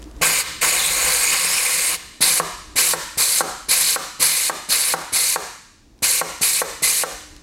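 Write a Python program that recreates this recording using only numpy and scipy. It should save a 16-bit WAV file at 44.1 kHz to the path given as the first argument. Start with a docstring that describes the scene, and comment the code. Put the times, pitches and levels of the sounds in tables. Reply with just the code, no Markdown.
"""Light ticks of a blow gun being handled sound over workshop noise; then it is fired twelve times into
an oil bore of an aluminium gearbox case. Each blast opens with a pop; its turbulent jet hisses, excites
the air resonances of the bore and shakes the case. A clutch piston knocks as the first blast opens and,
once the nozzle sits in the bore, drops back with a knock at each release of the trigger.
An automatic gain control ducks the blasts, so the reverberation swells after each."""
import sys
import numpy as np
from scipy import signal
from scipy.fft import rfft, irfft
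from scipy.io import wavfile
from scipy.ndimage import uniform_filter1d

SR = 44100
rng = np.random.default_rng(int(sys.argv[2]) if len(sys.argv) > 2 else 0)


def waveform_to_disk(signal):
    """Save audio, clipped to [-1, 1], as 16-bit WAV at the path in sys.argv[1]."""
    frames = np.transpose(np.atleast_2d(signal))
    scaled = np.clip(frames, -1, 1) * 32767
    samples = np.round(scaled).astype(np.int16)
    wavfile.write(sys.argv[1], SR, samples)


N = 327222
TIME = np.arange(N) / SR
BINS_HZ = np.maximum(np.fft.rfftfreq(N, 1 / SR), 1)

# Spectra of the shop noise and the rumble. Each row: frequency in Hz, relative density in dB.
SHOP_SPECTRUM = [(15, -33), (25, -8.5), (50, -9.5), (130, -18), (301, -17), (405, -27), (1020, -35),
                 (1190, -47), (3160, -41.5), (5280, -38.5), (16000, -52)]
RUMBLE_SPECTRUM = [(15, -34), (25, -12), (53, -4.5), (100, -20), (170, -20.5), (275, -22.5), (298, -10.5),
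                   (330, -19.5), (440, -25), (700, -29.5), (2160, -41), (3000, -43), (7300, -45.5),
                   (16000, -58)]
# Course of the rumble. Each row: time in seconds, level in dB.
RUMBLE_COURSE = [(0.2, -38.5), (0.5, -45), (1.0, -31.5), (1.4, -44), (2.1, -43), (4.6, -54), (5.7, -60),
                 (6.05, -52), (7.42, -46)]
# Contacts as the gun is handled. Each row: start in seconds, relative level in dB.
HANDLING_TICKS = [(0.019, -27), (0.027, -20.5), (0.041, -28), (0.056, -36), (0.113, -30), (0.165, -34),
                  (5.98, -42), (5.990, -36), (7.364, -23)]
# Pulls of the trigger. Each row: opening, shutting and rise time in seconds; relative levels in dB of
# pop, surge, steady hiss, steady howl and steady roar; seat of the nozzle from 0 (grazing) to 1 (seated).
TRIGGER_PULLS = [(0.213, 0.418, 0.018, 17.5, 5.5, -18.5, -18.5, -28, .1),
                 (0.61, 1.956, 0.021, -5, 6, -19.5, -20.5, -29.5, .07),
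                 (2.206, 2.397, 0.019, 16, 4.5, -16, -22, -31, 0.73),
                 (2.756, 2.939, 0.029, 10.5, 5, -16, -21.5, -32.5, 0.72),
                 (3.173, 3.411, 0.026, 11, 4.5, -16.5, -24, -33.5, 1),
                 (3.684, 3.955, 0.031, 8, 3.5, -15.5, -21.5, -33, 0.95),
                 (4.194, 4.495, 0.035, 6.5, 6, -17.5, -23, -35, 0.92),
                 (4.686, 4.94, 0.036, 6, 5.5, -18, -24.5, -34.5, 0.97),
                 (5.122, 5.355, 0.037, 7, 5, -17.5, -25, -36.5, 0.96),
                 (6.022, 6.208, 0.02, 13, 6.5, -17, -23.5, -36.5, 0.74),
                 (6.41, 6.618, 0.023, 11.5, 5.5, -17, -24.5, -37.5, 0.83),
                 (6.821, 7.031, 0.022, 10.5, 5, -17, -24, -37, 0.76)]
# Air resonances of the nozzle gap and of the bore.
# Each row: frequency in Hz, bandwidth in Hz, relative level in dB when grazing and when seated.
GAP_RESONANCES = [(6224, 150, -9, -1.5), (6850, 600, 1.5, -8.5), (7690, 670, -2, -4),
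                  (8670, 870, 2.5, -1.5), (10510, 750, -3, 1), (11030, 520, -3.5, -0.5),
                  (12830, 720, -10, -7.5), (13100, 600, -33, -20), (15000, 1000, -53, -32)]
BORE_RESONANCES = [(2091, 144, 1.5, 1), (2400, 390, 2, 1), (2930, 290, -4, -4), (4040, 1030, -23, -1.5),
                   (4326, 770, -9.5, 3.5), (5140, 240, -14.5, 0)]
# Turbulence at gap, bore and case. Each row: frequency in Hz, relative density in dB.
HISS_SPECTRUM = [(4200, -29), (5400, -7), (8000, -5), (9550, -6.5), (10700, -11), (11850, -5.5),
                 (12600, -8.5), (14000, -15.5), (16000, -23.5)]
HOWL_SPECTRUM = [(1300, -40.5), (1800, -3), (2600, -20), (3300, -11), (3800, -6), (4800, -6), (5400, -9.5),
                 (6500, -67)]
ROAR_SPECTRUM = [(40, -8.5), (110, -21), (250, -19), (450, -6.5), (800, -10), (1080, 2.5), (1330, -5.5),
                 (1620, 2), (1800, -4.5), (2200, -13)]
# Modes of the case. 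Each row: frequency in Hz, relative level in dB, time to fall 60 dB in seconds.
CASE_MODES = [(165.3, -12.5, 0.23), (341, -17.5, 0.27), (433, -15, 0.16), (507.5, 2.5, 0.052),
              (713.5, -3.5, 0.056), (777, -3, 0.088), (940, 0, 0.037), (1047, 1.5, 0.039), (1120, 4, 0.039),
              (1328, -1.5, 0.083), (1477, 6, 0.012), (1581, -1, 0.074), (1876, -7.5, 0.055),
              (2240, -10, 0.055), (2330, -41.5, .03)]
# Responses to the pressure stored in the hose. Each holds: dB per dB of surge, settling time in seconds.
HISS_RESPONSE = (0.83, 0.059)
HOWL_RESPONSE = (1.24, 0.034)
ROAR_RESPONSE = (1.89, 0.056)
# The jet wanders over the case in the long blast.
# Each row: time in seconds, relative levels of hiss, howl and roar in dB.
JET_WANDER = [(0.7, -25.5, -22.5, -44), (0.726, -22.5, -24, -28), (0.862, -21.5, -27, -31),
              (1.092, -19, -23, -25), (1.286, -19.5, -25.5, -32), (1.348, -20, -18, -24),
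              (1.356, -22.5, -23, -30), (1.894, -20, -25, -32.5), (1.94, -26, -33.5, -29)]
# The nozzle is pushed towards the bore. It holds: start and end in seconds, seat gained.
NOZZLE_PUSH = (1.56, 2.3, 0.89)
# Edge tone at the rim of the bore. Each row: time in seconds, pitch in Hz, relative level in dB.
EDGE_COURSE = [(0.7, 4570, -31.5), (0.83, 3666, -25.5), (1.02, 4310, -26.5), (1.2, 4440, -27),
               (1.4, 4830, -31.5), (1.57, 5330, -24), (1.7, 5160, -39.5), (1.87, 4060, -33),
               (2.1, 4420, -38.5)]
# The piston hits a stop.
# Each row: start in seconds, relative level in dB, tilt in dB per octave, favoured frequency in Hz.
PISTON_KNOCKS = [(0.2242, -15.5, -2, 340), (2.3998, -8, -1, 1130), (2.9356, -11, -1, 520),
                 (3.4072, -6.5, 1, 1368), (3.9615, -11.5, 3.5, 780), (4.4971, -11, 2.5, 1130),
                 (4.9384, -9, 0, 760), (5.3602, -11.5, 2, 770), (6.2142, -10, 0.5, 790),
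                 (6.6170, -11.5, 1.5, 520), (7.036, -13, 3, 1340)]
# Workshop reverberation. Each row: frequency in Hz, relative level in dB, time to fall 60 dB in seconds.
ROOM_DECAY = [(97, -3, .8), (304, -6, 0.35), (700, -12, 0.45), (1360, -11.5, 0.7), (2300, -14.5, 0.84),
              (3200, -11.5, 0.9), (3970, -18, 0.91), (6100, -16.5, 0.86), (8200, -18, 0.7),
              (11000, -26, 0.7), (15000, -16.5, 0.37)]


def from_db(db):
    """Amplitude ratio of a level in decibels."""
    return 10 ** (np.asarray(db) / 20)


def unit_rms(x):
    """The signal scaled to unit mean power."""
    return x / np.sqrt(np.mean(x ** 2) + 1e-20)


def in_time(rows):
    """Each column of a curve at every sample."""
    times, *columns = np.transpose(rows)
    return [np.interp(TIME, times, column) for column in columns]


def at_hz(rows, hz):
    """Each column of a spectrum at the given frequencies."""
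    points, *columns = np.transpose(rows)
    return [np.interp(np.log(hz), np.log(points), column) for column in columns]


def band(x, low_hz, high_hz):
    """Butterworth band-pass filter."""
    sections = signal.butter(2, [low_hz, min(high_hz, .45 * SR)], "band", fs=SR, output="sos")
    return signal.sosfilt(sections, x)


def noise(spectrum):
    """White noise shaped to a spectral density."""
    return irfft(rfft(rng.standard_normal(N)) * from_db(at_hz(spectrum, BINS_HZ)[0]), N)


def drift(rate_hz):
    """Slow random fluctuation of unit spread: low-passed noise."""
    step, run_in = 40, 2000
    pole = np.exp(-2 * np.pi * rate_hz * step / SR)
    white = rng.standard_normal(N // step + run_in + 2)
    slow = signal.lfilter([1], [1, -2 * pole, pole * pole], white)[run_in:]
    return np.interp(np.arange(N) / step, np.arange(len(slow)), unit_rms(slow))


def impulses(times, heights):
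    """One impulse at each given time."""
    train = np.zeros(N) + 1e-18
    train[np.round(np.asarray(times) * SR).astype(int)] = heights
    return train


def burst(hits, decay_s):
    """Noise that decays exponentially from the height of each impulse."""
    return signal.lfilter([1], [1, -np.exp(-1 / (decay_s * SR))], hits) * rng.standard_normal(N)


def ring(force, hz, t60):
    """Damped oscillator: a unit impulse starts a decaying sine of height 1."""
    radius, angle = from_db(-60 / (t60 * SR)), 2 * np.pi * hz / SR
    return signal.lfilter([0, np.sin(angle)], [1, -2 * radius * np.cos(angle), radius * radius], force)


def background(floor_db):
    """Ambient noise: a steady floor and an uneven low rumble with a faint hum in it."""
    rumble = from_db(in_time(RUMBLE_COURSE)[0] + drift(7.3)) * unit_rms(noise(RUMBLE_SPECTRUM))
    return from_db(floor_db) * unit_rms(noise(SHOP_SPECTRUM)) + rumble


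def handling_ticks(gain_db, decay_s):
    """Brief contacts have broad spectra: each is a short, bright burst."""
    times, level_db = np.transpose(HANDLING_TICKS)
    contacts = impulses(times, from_db(level_db))
    return from_db(gain_db) * band(burst(contacts, decay_s), 1500, 7800)


def opening_pops(gain_db, gust_db, gust_s):
    """Sudden outflow radiates a pulse: the first slug of air pops, and a low gust follows."""
    opens, _, _, pop_db, *_ = np.transpose(TRIGGER_PULLS)
    slugs = impulses(opens, from_db(pop_db))
    gust = band(burst(slugs, gust_s), 60, 510)
    return from_db(gain_db) * band(slugs, 97, 640) + from_db(gust_db) * gust


def valve(shut_s):
    """The valve throttles the flow: its opening ramps between 0 and 1."""
    return sum(np.clip((TIME - opens) / rise, 0, 1) * np.clip((shuts - TIME) / shut_s + .5, 0, 1)
               for opens, shuts, rise, *_ in TRIGGER_PULLS)


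def latest_pull():
    """Each column of the latest trigger pull at every sample."""
    pulls = np.array(TRIGGER_PULLS)
    latest = np.searchsorted(pulls[:, 0], TIME, side="right") - 1
    return pulls[np.maximum(latest, 0)].T


def flow_levels(wander_depth):
    """Stored pressure relaxes: hiss, howl and roar (dB) surge, settle, and swing as the jet wanders."""
    opens, _, rise, _, surge_db, *steady, _ = latest_pull()
    built_db = surge_db * np.clip((TIME - opens) / rise, 0, 1) ** 2
    fully_open_s = np.maximum(TIME - opens - rise, 0)
    times, *wander = np.transpose(JET_WANDER)
    responses = HISS_RESPONSE, HOWL_RESPONSE, ROAR_RESPONSE
    levels = []
    for steady_db, wander_db, (share, settle_s) in zip(steady, wander, responses):
        swing_db = wander_depth * np.interp(TIME, times, wander_db - wander_db.mean(), left=0, right=0)
        levels.append(steady_db + swing_db + share * built_db * np.exp(-fully_open_s / settle_s))
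    return levels


def nozzle_seat():
    """Coupling of nozzle to bore, from 0 (grazing) to 1 (seated)."""
    start, end, gained = NOZZLE_PUSH
    pushed = np.interp(TIME, [start, end], [0, gained], right=0)
    return np.clip(latest_pull()[-1] + pushed, 0, 1)


def resonant_jet(resonances, spectrum, flutter_db):
    """Turbulence excites air resonances, which follow the seat and flutter as oil crosses the jet."""
    seat = nozzle_seat()
    ahead = all_round = noise(spectrum)
    for hz, width, grazing_db, seated_db in resonances:
        level_db = grazing_db + seat * (seated_db - grazing_db) + flutter_db * drift(35)
        resonance = band(rng.standard_normal(N), hz - width / 2, hz + width / 2)
        ahead = ahead + from_db(level_db) * resonance
    return np.stack([unit_rms(ahead), unit_rms(all_round)])


def case_roar(ring_db):
    """Forced vibration: the random pressure of the jet keeps the modes of the case ringing."""
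    pressure = rng.standard_normal(N)
    modes = sum((-1) ** k * from_db(db) * ring(pressure, hz, t60)
                for k, (hz, db, t60) in enumerate(CASE_MODES))
    return unit_rms(unit_rms(noise(ROAR_SPECTRUM)) + from_db(ring_db) * unit_rms(modes))


def edge_tone(width_hz, spurt_db):
    """A jet grazing a rim gives a breathy, spurting tone whose pitch follows the nozzle's distance."""
    hz, level_db = in_time(EDGE_COURSE)
    eddies = unit_rms(band(rng.standard_normal(N), 50, width_hz / 2))
    spurts = from_db(spurt_db * drift(18))
    tone = np.sin(2 * np.pi * np.cumsum(hz) / SR)
    return from_db(level_db) * unit_rms(eddies * spurts * tone)


def air_blasts(hiss_db, howl_db, roar_db, edge_db, sputter_db):
    """One flow drives four sources, so they sputter together. Returns the sound ahead and all round."""
    hiss, howl, roar = flow_levels(wander_depth=0.9)
    air = from_db(hiss + hiss_db) * resonant_jet(GAP_RESONANCES, HISS_SPECTRUM, flutter_db=3.0)
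    air += from_db(howl + howl_db) * resonant_jet(BORE_RESONANCES, HOWL_SPECTRUM, flutter_db=2.5)
    air += from_db(roar + roar_db) * case_roar(ring_db=-6.0)
    air += from_db(edge_db) * edge_tone(width_hz=610.0, spurt_db=3.0)
    return air * valve(shut_s=0.03) * from_db(sputter_db * drift(60))


def workshop_reverb(x, first_echo_s, build_s):
    """Reflections merge into a diffuse field that decays exponentially, each band at its own rate."""
    t = TIME[:int(1.4 * SR)]
    edges_hz = np.geomspace(70, 18000, 33)
    onset = np.clip((t - first_echo_s) / build_s, 0, 1)
    response = np.zeros(len(t))
    for low, high in zip(edges_hz, edges_hz[1:]):
        level_db, t60 = at_hz(ROOM_DECAY, np.sqrt(low * high))
        envelope = onset * from_db(-60 * t / t60)
        envelope /= np.sqrt(np.sum(envelope ** 2))
        response += from_db(level_db) * envelope * band(rng.standard_normal(len(t)), low, high)
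    return signal.fftconvolve(x, response)[:N]


def piston_knocks(strike_db, ring_db, clatter_db, accent_db, accent_width_hz):
    """Oil-cushioned impact: returns a dull blow with a hollow clatter from the case's many dense modes, and the
    case's free ring."""
    times, level_db, tilt_db, favoured_hz = np.transpose(PISTON_KNOCKS)
    chance_db = rng.standard_normal((len(times), len(CASE_MODES)))  # no two landings are quite alike
    modes = 0
    for k, (hz, mode_db, t60) in enumerate(CASE_MODES):
        accent = accent_db * np.exp(-((hz - favoured_hz) / accent_width_hz) ** 2)
        strengths = from_db(level_db + mode_db + tilt_db * np.log2(hz / 900) + accent + chance_db[:, k])
        modes = modes + (-1) ** k * ring(impulses(times, strengths), hz, t60)
    hits = impulses(times, from_db(level_db))
    clatter = from_db(clatter_db) * burst(hits, decay_s=0.0054)
    blow = band(from_db(strike_db) * hits + clatter, 452, 1720)
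    return band(blow, 110, 2200), from_db(ring_db) * band(modes, 120, 2200)


def scene():
    """Superposition: direct sound and reverberation add at one point, so both channels are alike."""
    air, all_round = air_blasts(hiss_db=7.0, howl_db=7.5, roar_db=9.0, edge_db=7.5, sputter_db=0.83)
    pops = opening_pops(gain_db=-6.0, gust_db=-26.5, gust_s=0.055)
    blow, case_ring = piston_knocks(strike_db=34.5, ring_db=-3.0, clatter_db=12.5,
                                    accent_db=3.0, accent_width_hz=120.0)
    # resonances beam from the open case towards the listener, so the room gets a smaller share of them
    to_room = from_db(-2.5) * air + from_db(-7.5) * all_round + pops
    to_room += from_db(5.5) * blow + from_db(-14.0) * case_ring
    room = workshop_reverb(to_room, first_echo_s=0.0061, build_s=0.01)
    ticks = handling_ticks(gain_db=-7.0, decay_s=0.0019)
    sound = air + pops + blow + case_ring + room + ticks + background(floor_db=-56.0)
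    return np.stack([sound, sound])


def gain_control(x, threshold_db, range_db, attack_s, release_db_per_s, memory_s):
    """Compression: loud sound lowers the gain quickly; recovery is slower after a long loud stretch."""
    power = np.abs(uniform_filter1d(x[0] ** 2, size=128))
    excess_db = np.clip(10 * np.log10(power + 1e-12) - threshold_db, 0, range_db)
    release_db = release_db_per_s * TIME
    cut_db = np.maximum.accumulate(excess_db + release_db) - release_db
    span = int(memory_s * SR)
    loud_share = signal.fftconvolve(excess_db / range_db, np.ones(span) / span)[:N]
    cut_db = np.maximum(cut_db, range_db * loud_share ** 3)
    pole = np.exp(-1 / (attack_s * SR))
    return x * from_db(-signal.lfilter([1 - pole], [1, -pole], cut_db))


def record(dry):
    """Gain control, then soft saturation that rounds the peaks, then a steep low-pass filter."""
    ceiling, cutoff_hz = 1.6, 15900
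    levelled = gain_control(dry, threshold_db=-19.0, range_db=10.0, attack_s=0.0029,
                            release_db_per_s=134.0, memory_s=1.0)
    rounded = ceiling * np.tanh(levelled / ceiling)
    return irfft(rfft(rounded) / np.sqrt(1 + (BINS_HZ / cutoff_hz) ** 300), N)


dry = scene()
out = record(dry)
waveform_to_disk(out)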